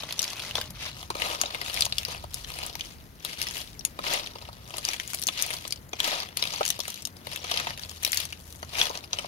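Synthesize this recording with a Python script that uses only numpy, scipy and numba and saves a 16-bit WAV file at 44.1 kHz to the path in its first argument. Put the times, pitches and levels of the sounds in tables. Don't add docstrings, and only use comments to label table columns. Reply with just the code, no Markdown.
import sys
import numpy as np
from scipy import signal
from scipy.fft import rfft, irfft, next_fast_len
from scipy.io import wavfile
from scipy.ndimage import uniform_filter1d
from numba import njit

SR = 44100
rng = np.random.default_rng(int(sys.argv[2]) if len(sys.argv) > 2 else 0)


def wrap_up_sound(samples):
    columns = np.atleast_2d(samples).T
    tamed = np.clip(columns, -1, 1)
    steps = np.round(tamed * 32767).astype(np.int16)
    wavfile.write(sys.argv[1], SR, steps)


N = 408807


def undb(db):
    return 10 ** (np.asarray(db) / 20)


def curve(table, s):
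    t, *columns = np.transpose(table)
    return [np.interp(s, t, c) for c in columns]


def colour(x, points):
    hz, db = np.transpose(points)
    size = next_fast_len(N)
    axis_hz = np.arange(1, size // 2 + 2) * SR / size
    gain = undb(np.interp(np.log(axis_hz), np.log(hz), db))
    return irfft(rfft(x, size) * gain, size)[..., :N]


def walk(rate):
    k = int(SR / rate)
    steps = np.repeat(rng.standard_normal(N // k + 1), k)
    return 1.316 * uniform_filter1d(uniform_filter1d(steps, k), k)[:N]


@njit
def rings(s, hz, t60, left, right, lag, turn, rise, length):
    out = np.zeros((2, length + 200))
    for k in range(len(s)):
        start, late = max(int(s[k]), 0), int(lag[k])
        step = np.exp(2j * np.pi * hz[k] - np.log(1000.) / t60[k])
        z, right_turn, soft = np.exp(1j * turn[k, 0]), np.exp(1j * turn[k, 1]), 1.
        for n in range(start, min(start + int(.8 * t60[k]), length)):
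            soft *= rise[k]
            out[0, n] += left[k] * (1 - soft) * z.imag
            out[1, n + late] += right[k] * (1 - soft) * (z * right_turn).imag
            z *= step
    return out[:, :length]


# time in seconds, delay of the right microphone in ms, left minus right in dB before each part's lean.
BEARING = [(.65, 0.024, 4.5), (1.1, 0.31, 8.5), (9.27, 0.29, 8.5)]


def strike(s, hz, t60, db, lean, beam):
    s, hz, t60, db = (np.ravel(c) * 1. for c in np.broadcast_arrays(s, hz, t60, db))
    phase, phase_gap, level_gap, lag_jitter = (np.ravel(v) for v in np.moveaxis(beam, -1, 0))
    hz = np.clip(hz, 100, .4 * SR)
    uneven = hz ** 2 / (hz ** 2 + 2600 ** 2)
    late_ms, side_db = curve(BEARING, s)
    lag = np.clip(late_ms + .03 * lag_jitter, 0, 2) * SR / 1000
    right_turn = 2.59 * uneven * phase_gap - 2 * np.pi * hz / SR * (lag % 1)
    turn = np.stack([phase, right_turn], axis=1)
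    side_db = lean * side_db + 2.7 * uneven * level_gap
    rise = np.exp(-hz / SR / 0.5)
    left, right = undb(db + side_db / 2), undb(db - side_db / 2)
    return rings(s * SR, hz / SR, np.maximum(t60, 1e-3) * SR, left, right, lag, turn, rise, N)


# centre frequency in Hz, level in dB relative to the knock, decay time t60 in seconds.
PAN_MODES = [(306, -14, 0.051), (393, -6.5, 0.016), (551, 4.5, 0.018), (775, 7, 0.013), (1056, 0.5, 0.025),
             (1293, -2, 0.021)]
SHELL_T60_S, EDGE_T60_S = 0.0066, 0.0038


def collide(s, db, hz, knock_db, edge_db, chatter_ms, count, spread, main_db):
    def column(v):
        return np.asarray(v)[:, None]

    def fade(draws):
        return np.exp(.3 * draws[..., 1])

    shell, edge, knock = np.moveaxis(rng.standard_normal((len(s), 3, count, 7)), 1, 0)
    through = rng.random((len(s), count)) ** 1.4
    when = column(s) + column(np.maximum(chatter_ms, 0)) / 1000 * through
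    bounce_db = -4.0 * through

    main = np.arange(count) < count // 4
    main_hz = column(hz) * np.exp(0.014 * shell[..., 0])
    other_hz = np.sqrt(column(hz) * 3700) * np.exp(spread * shell[..., 0])
    ring_db = column(db) + bounce_db + 2.22 * shell[..., 2] + main_db * main
    out = strike(when, np.where(main, main_hz, other_hz), SHELL_T60_S * fade(shell) * (1 + main),
                 ring_db, 0.57, shell[..., 3:])

    tick_hz = 10500 * np.exp(0.25 * edge[..., 0])
    tick_db = column(edge_db) + bounce_db + 2.0 * edge[..., 2]
    out += strike(when, tick_hz, EDGE_T60_S * fade(edge), tick_db, 1.17, edge[..., 3:])

    first = rng.integers(len(PAN_MODES), size=(len(s), 1))
    mode = np.array(PAN_MODES)[(np.arange(count) + first) % len(PAN_MODES)]
    thud_hz = mode[..., 0] * np.exp(0.053 * knock[..., 0])
    thud_db = column(knock_db) + mode[..., 1] + 2.5 * knock[..., 2]
    out += strike(when, thud_hz, mode[..., 2], thud_db, 0.29, knock[..., 3:])
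    return out


# start of the hold in seconds, hold in seconds, rattle in dB, pan and edge shares in dB relative to it.
SLIDES = [(0.0, 0.13, -39.5, -5.5, -3.5), (0.208, 0.17, -35, -6, -2), (0.322, 0.17, -38.5, -5.5, -2.5),
          (0.563, .01, -35, -4, -3), (0.832, 0.027, -31, -8.5, -7), (0.93, 0.071, -43.5, -2, -1),
          (1.205, 0.11, -30, 0, -4), (1.36, 0.29, -38, -1, -6), (1.66, 0.14, -33.5, -4.5, -1.5),
          (1.973, .01, -36.5, -4.5, -1.5), (2.091, 0.036, -36, -2.5, -5), (2.347, 0.046, -39.5, -4.5, 0.5),
          (2.494, 0.11, -40, -3.5, 0), (2.601, 0.064, -37.5, -1, -4), (2.795, 0.089, -43, -6, -1),
          (3.278, 0.02, -33.5, -8, -4), (3.403, 0.034, -33, -8.5, -3.5), (3.521, 0.074, -35.5, -9, 0.5),
          (3.86, .02, -50, -5, 2), (4.072, 0.087, -28, -3, -6), (4.338, 0.28, -50.5, 1.5, -3.5),
          (4.693, 0.15, -42.5, -0.5, -1), (4.847, 0.083, -34, -9.5, -3), (5.01, 0.062, -41, -10, 0),
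          (5.107, 0.016, -38.5, -12, 3.5), (5.283, 0.073, -39, -9, -1), (5.387, 0.028, -29, -10, -7),
          (5.485, 0.058, -34.5, -5.5, -1), (5.63, 0.037, -44, -7.5, -2), (6.053, 0.03, -25.5, -5.5, -5),
          (6.116, 0.038, -28, -1.5, -7.5), (6.4, 0.29, -35, -6.5, -4.5), (6.858, 0.065, -39, -12, -1),
          (6.952, 0.019, -42, -13, -3), (7.312, 0.013, -36.5, -5, -2.5), (7.408, .04, -41, -2.5, -6),
          (7.489, 0.1, -30, -6.5, -8), (7.625, 0.064, -34.5, -3, -7), (7.8, 0.23, -46, -6, 1.5),
          (8.052, .02, -34, -9, 0), (8.139, 0.057, -30.5, -11, -2.5), (8.395, 0.33, -54, -3.5, 7),
          (8.77, 0.068, -28, -3.5, -3.5), (8.91, 0.041, -37.5, 1.5, -3), (9.145, 0.044, -39, -1, -5),
          (9.259, .02, -42, -8, -6)]
# rattle in dB, pan share in dB, edge share in dB.
SETTLING = (-60.5, 0, 3)
RISE_DB_PER_S, FALL_DB_PER_S = 225, 132.5


def stir(s):
    start, hold, db, pan_share_db, edge_share_db = np.transpose(SLIDES)[..., None]
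    swell_db = RISE_DB_PER_S * np.maximum(start - s, 0)
    decay_db = FALL_DB_PER_S * np.maximum(s - start - np.abs(hold), 0)
    columns = (db - swell_db - decay_db, pan_share_db, edge_share_db)
    rows = [np.vstack([c + 0 * s, rest + 0 * s]) for c, rest in zip(columns, SETTLING)]
    loudest = rows[0].argmax(axis=0)[None]
    return [np.take_along_axis(c, loudest, axis=0)[0] for c in rows]


def rattle(rate, scatter_db, size_db, heavy, count):
    s = np.sort(rng.random(int(rate * N / SR))) * N / SR
    db, pan_share_db, edge_share_db = stir(s)
    hz = 2600 * undb(-.12 * (db + 29.0)) * np.exp(0.368 * rng.standard_normal(len(s)))
    db = db + heavy * np.maximum(db + 48, 0)
    db = db + size_db + scatter_db * np.minimum(rng.exponential(size=len(s)), 5)
    db = db + 2.45 * walk(70)[(s * SR).astype(int)]
    return collide(s, db, hz, db + pan_share_db - 7.0, db + edge_share_db + 2.5, 0 * s + .6,
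                   count=count, spread=0.349, main_db=-1.5)


# start in seconds, shell ring in dB, strongest shell mode in Hz, pan knock in dB, edge tick in dB.
CLACKS = [(0.0338, -21.5, 3600, -30.5, -32), (0.1247, -18, 3580, -38, -21.5),
          (.192, -9.5, 5800, -48.5, -14.5), (.2184, -15, 7160, -39, -22), (0.2282, -13, 6570, -48, -20),
          (0.2415, -18, 4700, -57, -21), (0.278, -19.5, 5430, -40, -39), (0.395, -21, 2450, -49, -29),
          (0.51, -19.5, 3100, -45, -29), (0.5538, -13, 3430, -27, -19), (0.5806, -18, 3670, -23.5, -43),
          (.6138, -19, 3520, -47.5, -24), (0.705, -36, 6060, -47, -25.5), (1.1021, -18, 4020, -17, -25.5),
          (1.152, -23.5, 2340, -25.5, -31), (1.1988, -19.5, 2380, -33.5, -29),
          (1.2194, -9.5, 2260, -26.5, -26), (1.414, -9.5, 6900, -23, -11), (1.4348, -16.5, 2400, -23, -28),
          (1.458, -18, 3880, -30, -39), (1.6136, -15, 2020, -30, -26), (1.6613, -19, 3490, -44.5, -38),
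          (1.742, -18.5, 5300, -40.5, -21), (1.7637, -16.5, 4260, -42, -31),
          (1.7732, -15.5, 2380, -44.5, -34), (1.8077, -12.5, 4900, -33.5, -12),
          (1.8213, -6.5, 4000, -29.5, -16), (1.8533, -13, 6600, -45.5, -17.5),
          (1.8625, -17.5, 3950, -28, -30), (1.9239, -12, 3800, -32.5, -30),
          (1.9827, -10.5, 3230, -36.5, -16.5), (2.0317, -24.5, 2660, -48, -29),
          (2.0497, -16, 3950, -49.5, -25), (2.0824, -27, 4570, -25.5, -28), (2.2389, -45, 2890, -29.5, -39),
          (2.3427, -20, 5400, -49, -18), (2.4455, -23.5, 3940, -55, -53), (2.587, -24, 2550, -35.5, -25),
          (2.664, -30, 2410, -38, -20.5), (2.7531, -22, 4870, -32, -25), (2.8085, -16, 3570, -51, -33),
          (3.2486, -14, 4060, -36, -20.5), (3.4157, -12.5, 4100, -48, -17.5),
          (3.4266, -19.5, 5100, -43.5, -22.5), (3.6155, -24, 4140, -44, -39),
          (3.7929, -27.5, 5770, -51.5, -35), (3.8089, -29, 3750, -50, -48),
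          (3.8505, -13.5, 6800, -48.5, -10), (3.9895, -24.5, 2300, -20.5, -31.5),
          (4.04, -16, 1890, -33.5, -34), (4.0655, -13, 2250, -36.5, -46), (4.1353, -15, 6900, -31.5, -17),
          (4.1416, -12, 2080, -33.5, -30), (4.2718, -22.5, 3570, -55, -34), (4.3544, -31, 2800, -32, -56),
          (4.452, -31, 2640, -50.5, -48), (4.4873, -42, 2420, -35, -51), (4.7395, -22, 3300, -29, -39),
          (4.769, -45, 6400, -55, -23), (4.7814, -17.5, 4230, -29, -20), (4.8505, -15.5, 4850, -50, -20),
          (4.8868, -12, 5600, -28, -24), (4.9333, -16, 4800, -38.5, -23), (4.9987, -14, 3130, -38.5, -27),
          (5.0766, -39, 5950, -59, -25), (5.1458, -22, 4900, -36, -14), (5.187, -23, 3900, -48.5, -36),
          (5.195, -31, 3900, -51, -24), (5.2178, -29, 5300, -49, -21), (5.2246, -18.5, 4310, -48.5, -20),
          (5.2364, -20, 6050, -45.5, -19), (5.2695, -30, 6000, -56.5, -12),
          (5.2772, -17.5, 4530, -60, -18.5), (5.286, -10, 3440, -23, -24),
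          (5.4159, -41, 4890, -36.5, -20.5), (5.4235, -40, 3553, -40, -10.5), (5.4634, -27, 4860, -36, -21),
          (5.5399, -22, 3300, -31, -26), (5.5661, -21.5, 4420, -40, -32), (5.6515, -24, 3400, -30.5, -37),
          (5.6775, -30, 6470, -55, -21.5), (5.7067, -23.5, 4800, -41, -30),
          (5.7233, -13.5, 4720, -40.5, -19.5), (5.9315, -17, 2430, -24, -34.5),
          (6.0023, -8.5, 3170, -30, -19.5), (6.0432, -15, 3480, -48, -22), (6.0773, -39, 3600, -22.5, -24),
          (6.2018, -16.5, 5070, -53, -31), (6.2212, -23.5, 4350, -40.5, -44.5),
          (6.371, -14, 4280, -35, -15.5), (6.425, -6.5, 4120, -24.5, -22), (6.4527, -17, 2780, -33.5, -28),
          (6.4731, -20, 3900, -48, -30), (6.5362, -21.5, 6850, -30, -39), (6.6083, -21.5, 2630, -13.5, -26),
          (6.6309, -14.5, 3870, -47, -54), (6.652, -11.5, 6740, -46, -19), (6.662, -13, 4900, -59, -19),
          (6.6784, -17, 5920, -43.5, -13.5), (6.6886, -40, 3820, -47.5, -16),
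          (6.7031, -9, 2870, -37.5, -11), (6.7907, -22.5, 6500, -27, -23.5),
          (6.8023, -14.5, 3390, -32, -22.5), (6.8797, -22, 4100, -30.5, -20.5),
          (6.9018, -23, 6000, -42.5, -21), (6.9418, -27, 4070, -46.5, -26), (7.022, -53, 6500, -54, -28.5),
          (7.052, -18.5, 5340, -49.5, -18.5), (7.0716, -26.5, 3700, -42.5, -26),
          (7.1666, -37, 5040, -47, -37), (7.2692, -23, 2590, -29.5, -30), (7.36, -16, 2640, -58.5, -22),
          (7.4423, -21.5, 2800, -31, -32), (7.5131, -13.5, 3150, -22.5, -20.5),
          (7.5732, -12, 3220, -47.5, -25), (7.5988, -15.5, 2130, -28, -25.5),
          (7.6694, -14.5, 1980, -22, -35), (7.7756, -23.5, 2770, -57.5, -30),
          (7.8336, -22, 4500, -41.5, -48), (7.8942, -27, 5400, -50.5, -29.5), (8.0312, -42, 3550, -55, -23),
          (8.0484, -7, 3840, -43.5, -9.5), (8.1192, -33, 5150, -50, -12), (8.1308, -11, 4950, -69, -19),
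          (8.145, -25, 3870, -53, -17), (8.1729, -10.5, 6400, -45, -16), (8.2009, -17, 4130, -38, -16.5),
          (8.2531, -26, 6200, -50.5, -23), (8.6284, -25, 2100, -26, -35), (8.753, -19.5, 2360, -39, -46.5),
          (8.7914, -15.5, 2670, -42, -26), (8.7995, -13, 2800, -34.5, -26), (8.814, -5, 3340, -40.5, -30),
          (8.8354, -31, 3290, -44, -25), (8.9, -34, 2990, -21.5, -42), (8.9531, -20, 3900, -42.5, -42),
          (8.9737, -22, 4330, -36, -30), (9.1301, -10.5, 3840, -27.5, -30),
          (9.1864, -15.5, 3000, -34.5, -27.5), (9.2444, -31, 2200, -30, -53)]
SHELL_CHATTER_MS, PAN_CHATTER_MS = 1.3, 5.0
PAN_HIT_DB = -10


def clacks():
    s, db, hz, knock_db, edge_db = np.transpose(CLACKS)
    on_pan = 1 / (1 + undb(PAN_HIT_DB + np.maximum(db, edge_db) - knock_db))
    chatter_ms = SHELL_CHATTER_MS + (PAN_CHATTER_MS - SHELL_CHATTER_MS) * on_pan
    return collide(s, db - 11.0, hz, knock_db - 8.0, edge_db - 2.5, chatter_ms,
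                   count=14, spread=0.339, main_db=-1.0)


def stones(x):
    t = np.arange(int(.12 * SR)) / SR
    t60_s = 0.059
    tail = rng.standard_normal((2, len(t))) * undb(-60 * t / t60_s) * (t > .002)
    return colour(signal.fftconvolve(x, tail, axes=1)[:, :N], [(4000, -29.0), (14000, -32.0)])


# frequency in Hz, relative noise density in dB per Hz.
AIR_COLOUR = [(10, -69), (45, 1.5), (80, 3.5), (130, 3), (250, -5.5), (500, -14), (1000, -21.5),
              (6000, -41.5), (12000, -20.5), (16000, -24)]
AIR_DB = -46.5


def air():
    near, left, right = rng.standard_normal((3, N))
    own = colour(np.array([left, right]), [(25, -10.0), (130, -21.0), (2000, 6.5), (8000, -27.0)])
    n = np.arange(N)
    late = n - curve(BEARING, n / SR)[0] * SR / 1000
    shared = np.array([near, near[np.maximum(late, 0).astype(int)]])
    x = colour(shared + own, AIR_COLOUR)
    x = x * undb(AIR_DB) / np.std(x)
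    rumble = signal.sosfilt(signal.butter(2, 200, fs=SR, output="sos"), x)
    sizzle = x - rumble
    lean = undb(np.array([[2.2], [-2.2]]))
    return rumble * undb(3.2 * walk(4.06)) + sizzle * lean * undb(0.87 * walk(5))


# time in seconds, middle pitch in Hz, middle RMS level in dB.
HUM = [(0, 83.7, -58), (2, 67.5, -50), (5, 80.56, -61), (7, 87, -53), (8.7, 78, -46), (9.1, 79, -53)]


def hum():
    hz, db = curve(HUM, np.arange(N) / SR)
    phase = 2 * np.pi * np.cumsum(hz * (1 + 0.02214 * walk(12))) / SR
    return np.sqrt(2) * undb(db + 2 * walk(11.0)) * np.sin(phase)


# time in seconds, middle level in dB.
WIND = [(0, -66), (2.85, -44.5), (3.25, -56), (4.1, -50), (6.5, -83), (9.27, -64)]


def wind():
    both, left, right = rng.standard_normal((3, N))
    x = colour(0.87 * both + np.array([left, right]), [(6, -53), (48, 7), (70, -2), (150, -36.5)])
    return x / np.std(x) * undb(curve(WIND, np.arange(N) / SR)[0] + 0.69 * walk(7.1))


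def scene():
    scrape = rattle(3600, 2.32, -14.0, heavy=0.16, count=2)
    small_clacks = rattle(220, 3.57, -4.0, heavy=-0.27, count=6)
    pan = clacks() + scrape + small_clacks
    return pan + stones(pan) + air() + wind() + hum()


# frequency in Hz, gain in dB.
TONE_COLOUR = [(100, -4.5), (6200, 4), (7900, -6.5), (9800, -4), (15600, -7.5), (16000, -21), (17000, -34)]
TOP_HZ = 17000


def record(dry):
    top_cut = signal.ellip(8, .2, 70, TOP_HZ, fs=SR, output="sos")
    return signal.sosfilt(top_cut, colour(dry, TONE_COLOUR))


dry = scene()
out = record(dry)
wrap_up_sound(out)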